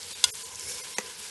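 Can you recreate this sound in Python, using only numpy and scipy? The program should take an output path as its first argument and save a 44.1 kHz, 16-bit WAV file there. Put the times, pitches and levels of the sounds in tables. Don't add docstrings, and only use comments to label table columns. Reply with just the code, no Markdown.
import sys
import numpy as np
from scipy import signal
from scipy.io import wavfile
from scipy.ndimage import uniform_filter1d

SR = 44100
rng = np.random.default_rng(int(sys.argv[2]) if len(sys.argv) > 2 else 0)


def linear_from_db(decibels):
    return 10 ** (np.asarray(decibels, float) / 20)


def transcribe(signal):
    frames = np.atleast_2d(signal).T
    limited = np.clip(frames, -1, 1)
    pcm = np.round(limited * 32767).astype(np.int16)
    wavfile.write(sys.argv[1], SR, pcm)


N = 57330

# start_s [s], pot_hum_db [dB], flame_db [dB]
FIRE_DRAUGHT = [(0, -51.5, -54), (.13, -59, -66), (.28, -50.5, -53), (.4, -56.5, -62), (.58, -56, -54),
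                (.68, -51.5, -56), (.77, -51, -67), (.85, -52, -64), (.95, -53.5, -71), (1.05, -48, -67),
                (1.15, -54.5, -69), (1.22, -54.5, -64), (1.3, -53, -72)]


def rms_one(x):
    return x / np.sqrt(np.mean(x ** 2) + 1e-20)


def at_hz(points, hz):
    corner_hz, level_db = np.array(points)[:, 0], np.array(points)[:, 1]
    return np.interp(np.log(hz), np.log(corner_hz), level_db)


def in_time(rows):
    s, *columns = np.transpose(rows)
    return [np.interp(np.arange(N) / SR, s, column) for column in columns]


def high_pass(x, hz):
    return signal.sosfilt(signal.butter(4, hz, "high", fs=SR, output="sos"), x)


def drift(rate_hz):
    step = 40
    r = np.exp(-2 * np.pi * step * rate_hz / SR)
    chance = rng.standard_normal(N // step + 2002)
    slow = rms_one(signal.lfilter([1], [1, -2 * r, r * r], chance)[2000:])
    return np.interp(np.arange(N) / step, np.arange(len(slow)), slow)


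def ring(clicks, hz, t60):
    r, w = linear_from_db(-60 / (t60 * SR)), 2 * np.pi * hz / SR
    return signal.lfilter([0, np.sin(w)], [1, -2 * r * np.cos(w), r * r], clicks + 1e-18)


def t60_of(width_hz):
    return np.log(1000) / np.pi / width_hz


def grains(per_s):
    size_db = 1.9 * np.minimum(rng.exponential(1, N), 4.5)
    sizes = linear_from_db(size_db) * rng.choice([-1, 1], N)
    return sizes * (rng.random(N) < per_s * linear_from_db(3 * drift(25)) / SR)


def bands(spectrum, patchy_db, extra_db):
    low_hz, high_hz = spectrum[0][0], min(spectrum[-1][0], 13000)
    edges = low_hz * 2 ** np.arange(0, np.log2(high_hz / low_hz) + .34, 1 / 3)
    out, together, white = 0, drift(19.0), rng.standard_normal((2, N))
    for k, (low, high) in enumerate(zip(edges, edges[1:])):
        hz = np.sqrt(low * high)
        band_pass = signal.butter(2, [low, high], "band", fs=SR, output="sos")
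        band = signal.sosfilt(band_pass, white[k % 2])
        flicker_db = patchy_db * (.5 * together + drift(15.0))
        out = out + band * linear_from_db(at_hz(spectrum, hz) + extra_db(hz) + flicker_db)
    return rms_one(out)


def frying():
    # start_s [s], level_db [dB]
    vigour = [(0, -45), (.07, -44), (.13, -41.5), (.19, -43.5), (.3, -41.5), (.36, -42.5), (.45, -42.5),
              (.5, -47), (.54, -48.5), (.62, -44.5), (.72, -41.5), (.81, -42), (.86, -42), (1.0, -44.5),
              (1.1, -45), (1.14, -47), (1.22, -44), (1.3, -42.5)]
    # pitch_hz [Hz], level_db [dB per Hz]
    colour = [(350, -47), (600, -42), (1000, -10.5), (1100, -21), (1620, -8.5), (1850, -16.5), (2150, -7),
              (5450, -5.5), (12000, -6.5), (15600, -62), (22000, -120)]
    # start_s [s], pitch_hz [Hz]
    brightest = [(0, 4860), (.12, 3840), (.26, 3730), (.33, 8700), (.45, 6400), (.7, 7700), (.9, 4350),
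                 (1.1, 4660), (1.3, 6300)]
    spits_per_s, spit_cycles, spit_db, hiss_db = 2500, 14, -3, 1.5
    focus_octaves, focus_db = 0.36, 2
    centre_hz = in_time(brightest)[0]

    def focus(hz):
        return focus_db * np.exp(-.5 * (np.log2(hz / centre_hz) / focus_octaves) ** 2)

    born = grains(spits_per_s)
    pitches = np.geomspace(2200, 11500, num=28)
    dealt = rng.integers(0, 28, size=N)
    spits = 0
    for k, hz in enumerate(pitches):
        burst = ring(born * (dealt == k), hz, spit_cycles / hz)
        spits = spits + linear_from_db(at_hz(colour, hz) + focus(hz)) * hz * burst
    hiss = bands(colour, 2.1, focus)
    return linear_from_db(in_time(vigour)[0]) * (linear_from_db(spit_db) * rms_one(spits) + linear_from_db(hiss_db) * hiss)


def pops():
    # start_s [s], peak_db [dB], pitch_hz [Hz]
    large_spits = [(.031, -21, 4750), (.1125, -28, 4830), (.291, -22.5, 3250), (0.354, -20, 7200),
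                   (0.4234, -24.5, 5250), (0.503, -41, 6800), (0.548, -24, 6300), (0.5564, -20.5, 6450),
                   (0.559, -25.5, 8500), (.5963, -17.5, 7500), (.609, -25, 5200), (1.232, -46, 7500),
                   (0.0176, -25, 4400), (0.085, -30, 4840), (0.2, -32, 3800)]
    cycles, crack_db = 14.3, -29
    out = np.zeros(N)
    for s, db, hz in large_spits:
        click = linear_from_db(db) * (np.arange(N) == int(s * SR))
        out += ring(click, hz, cycles / hz)
        out += linear_from_db(crack_db) * ring(click, hz * 1.1, 0.44 * cycles / hz)
    return high_pass(out, 4000)


def pot_hum():
    # pitch_hz [Hz], width_hz [Hz], level_db [dB], share that follows the wall [0-1]
    resonances = [(482, 41, -5, 0), (1012, 30, -5.5, 1), (1605, 160, -6, .3), (2098, 116, -8.5, 0),
                  (420, 30, -10, 0)]
    # start_s [s], level_db [dB]
    wall_free = [(0, 7), (.075, -33), (.115, -9), (.15, 1), (.38, -1.5), (.43, -2), (.47, 2), (.53, 8),
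                 (.57, 6), (.68, -11), (.8, 2), (.92, 2), (1.04, -3.5), (1.16, 1), (1.22, 2.5), (1.26, 9),
                 (1.3, -10)]
    free_db, hum = in_time(wall_free)[0], 0
    for hz, width_hz, db, share in resonances:
        tone = rms_one(ring(rng.standard_normal(N), hz, t60_of(width_hz)))
        hum = hum + linear_from_db(db + share * free_db + 2 * drift(4.1)) * tone
    return linear_from_db(in_time(FIRE_DRAUGHT)[0]) * hum


def drag():
    # start_s [s], level_db [dB]
    pressure = [(.55, -54), (.62, -43), (.72, -37), (.79, -44), (.86, -60)]
    # pitch_hz [Hz], width_hz [Hz], level_db [dB]
    sung_pitches = [(2223, 30, -6), (5240, 160, 3), (5570, 150, 1.5), (6300, 340, 0), (7360, 590, 1.5),
                    (9100, 700, 3), (10700, 640, 1.5)]
    rubs_per_s = 1100
    sung = 0
    for hz, width_hz, db in sung_pitches:
        sung = sung + linear_from_db(db) * rms_one(ring(grains(rubs_per_s), hz, t60_of(width_hz)))
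    return linear_from_db(in_time(pressure)[0]) * rms_one(sung)


def strike(contacts, modes, crack_db, tail_db):
    contact_s, swell_cycles, rough = .00002, .8, .25
    bounce_dull_hz, bounce_low_db = 1570, -8
    crack_t60_s, tail_t60_s = 0.023, 0.05
    s, db = np.transpose(contacts)
    at, out, clicks = (s * SR).astype(int), 0, np.zeros(N)
    for k, (hz, level_db, t60) in enumerate(modes):
        hit = np.zeros(N)
        late = ((rng.random(len(s)) * contact_s + swell_cycles / hz) * SR).astype(int)
        light_db = bounce_low_db * (db < db.max()) / (1 + (hz / bounce_dull_hz) ** 2)
        uneven_db = 1.5 * rng.standard_normal(len(s))
        hit[at + late] = linear_from_db(db + light_db + level_db + uneven_db) * (-1) ** k
        out = out + ring(hit, hz, t60) * (1 + rough * drift(150))
    clicks[at] = linear_from_db(db)

    def dying(t60):
        return signal.lfilter([1], [1, -linear_from_db(-60 / (t60 * SR))], clicks + 1e-18)

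    colour = [(hz, level_db) for hz, level_db, _ in modes] + [(11700, -10)]
    fading = linear_from_db(crack_db) * dying(crack_t60_s) + linear_from_db(tail_db) * dying(tail_t60_s)
    return out + bands(colour, 0.098, lambda hz: 0) * fading


def wall_click():
    # start_s [s], level_db [dB]
    touches = [
        (.2377, -44),
        (.2398, -11),
        (.24165, -12),
        (.2443, -26),
        (.2497, -31),
        (.2542, -32),
        (.2632, -40),
        (.2790, -42),
    ]
    # pitch_hz [Hz], level_db [dB], t60_s [s]
    wall_modes = [(812, -14.5, 0.014), (996, -16.5, 0.058), (1442, -21, 0.12), (2103, -20, 0.053),
                  (2708, -19, 0.035), (2900, -16, 0.11), (3350, -6, 0.03), (3510, 0, .022),
                  (4090, -4.5, 0.022), (4477, -15, .022), (4950, -1, 0.018), (6105, -9.5, 0.035),
                  (6800, 0.5, 0.01), (8400, 0, 0.006)]
    return high_pass(strike(touches, wall_modes, crack_db=-5, tail_db=-33), 600)


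def bottom_knock():
    # start_s [s], level_db [dB]
    touches = [
        (.9835, -22.5),
        (.9848, -27),
        (.9935, -43),
        (.9975, -41),
        (1.0015, -39),
        (1.0085, -37),
        (1.013, -43),
    ]
    # pitch_hz [Hz], level_db [dB], t60_s [s]
    bottom_modes = [(218, -11.5, 0.041), (421, -5, 0.046), (506, -4, 0.041), (800, -8.5, 0.016),
                    (956, -8.5, 0.027), (1175, -7, 0.098), (1320, -6.5, 0.016), (1950, -0.5, 0.041),
                    (2555, -2.5, 0.018), (3400, -13.5, 0.023), (4220, -6, 0.011), (4800, -6, 0.015),
                    (6350, 0.5, 0.011), (8630, -11, 0.006)]
    return high_pass(strike(touches, bottom_modes, crack_db=-5, tail_db=-20), 170)


def fire():
    # pitch_hz [Hz], level_db [dB per Hz]
    fire_colour = [(15, -51), (25, -28), (81, 12.5), (119, 3.5), (189, 8), (320, -7), (458, 6), (687, -7.5),
                   (900, 7), (1170, -21), (1980, -120)]
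    flame_db = in_time(FIRE_DRAUGHT)[1]
    swell_db = 0.69 * (flame_db - flame_db.mean())
    return linear_from_db(-58) * bands(fire_colour, 1, lambda hz: swell_db * (hz < 140))


def scene():
    sizzle = frying() + pops() + pot_hum()
    stirring = drag() + wall_click() + bottom_knock()
    return (sizzle + stirring + fire())[None]


def thin_gaps(x):
    # fade_from_s [s], empty_from_s [s], empty_until_s [s], back_s [s]
    gaps = [
        (.122, .142, .143, .163),
        (.293, .314, .316, .337),
        (.313, .330, .335, .346),
        (.421, .441, .442, .462),
        (.805, .825, .826, .846),
        (.933, .953, .962, .966),
    ]
    # pitch_hz [Hz], level_db [dB rms]
    tones_1 = [(3580, -49), (3806, -48), (4651, -47), (6713, -50.5), (7827, -64), (9631, -56)]
    # pitch_hz [Hz], level_db [dB rms]
    tones_2 = [(5405, -53), (6670, -49), (7273, -46)]
    # pitch_hz [Hz], level_db [dB rms]
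    tones_3 = [(436.0, -53.5), (4958, -51), (6135, -49), (8096, -49), (8473, -50), (9049, -45), (9367, -48),
               (9948, -53)]
    # pitch_hz [Hz], level_db [dB rms]
    tones_4 = [(452.2, -51.5), (1001, -50.5), (4468, -51.5), (6062, -53), (6901, -46.5), (7133, -54),
               (7510, -54), (8140, -45), (9173, -49.5), (9868, -49)]
    # pitch_hz [Hz], level_db [dB rms]
    tones_5 = [(506.0, -53.5), (2099, -50.5), (4484, -50.5), (5082, -46.5), (5426, -64), (5943, -45),
               (7375, -51), (9135, -48), (9432, -55)]
    # pitch_hz [Hz], level_db [dB rms]
    tones_6 = [(995.9, -53), (2124, -54.5), (3246, -54), (3644, -55), (3854, -52), (4205, -47), (5520, -45),
               (8145, -48), (8635, -49), (10713, -49)]
    spared_hz, overlap, stagger_s = 10500, 1.05, .002
    t, gone, held = np.arange(N) / SR, 0, 0
    low = signal.sosfiltfilt(signal.butter(12, spared_hz, fs=SR, output="sos"), x)
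    for times, kept in zip(gaps, [tones_1, tones_2, tones_3, tones_4, tones_5, tones_6]):
        turn = np.pi / 2 * np.interp(t, times, [0, 1, 1, 0])
        hz, db = np.transpose(kept)[:, :, None]
        waves = np.sin(2 * np.pi * (hz * t + rng.random(hz.shape)))
        tones = np.sqrt(2) * linear_from_db(db) * (db > -70) * waves
        fade = uniform_filter1d(np.sin(turn) ** 2, size=200)
        lags = stagger_s * rng.uniform(-1.7, 1, len(hz))
        swell = [np.interp(t - lag, t, fade) for lag in lags]
        held = held + (swell * tones).sum(axis=0)
        gone = np.minimum(gone + turn, np.pi / 2)
    return x + held - (1 - np.abs(np.cos(gone)) ** overlap) * low


def band_limit(x):
    return signal.sosfilt(signal.butter(12, 12690, fs=SR, output="sos"), x)


def record(dry):
    overload = 1.1
    x = overload * np.tanh(high_pass(dry[0], 45) / overload)
    x = thin_gaps(x)
    x = signal.sosfilt(signal.ellip(14, .5, 85, 11850, fs=SR, output="sos"), x)
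    return band_limit(x[None])


dry = scene()
out = record(dry)
transcribe(out)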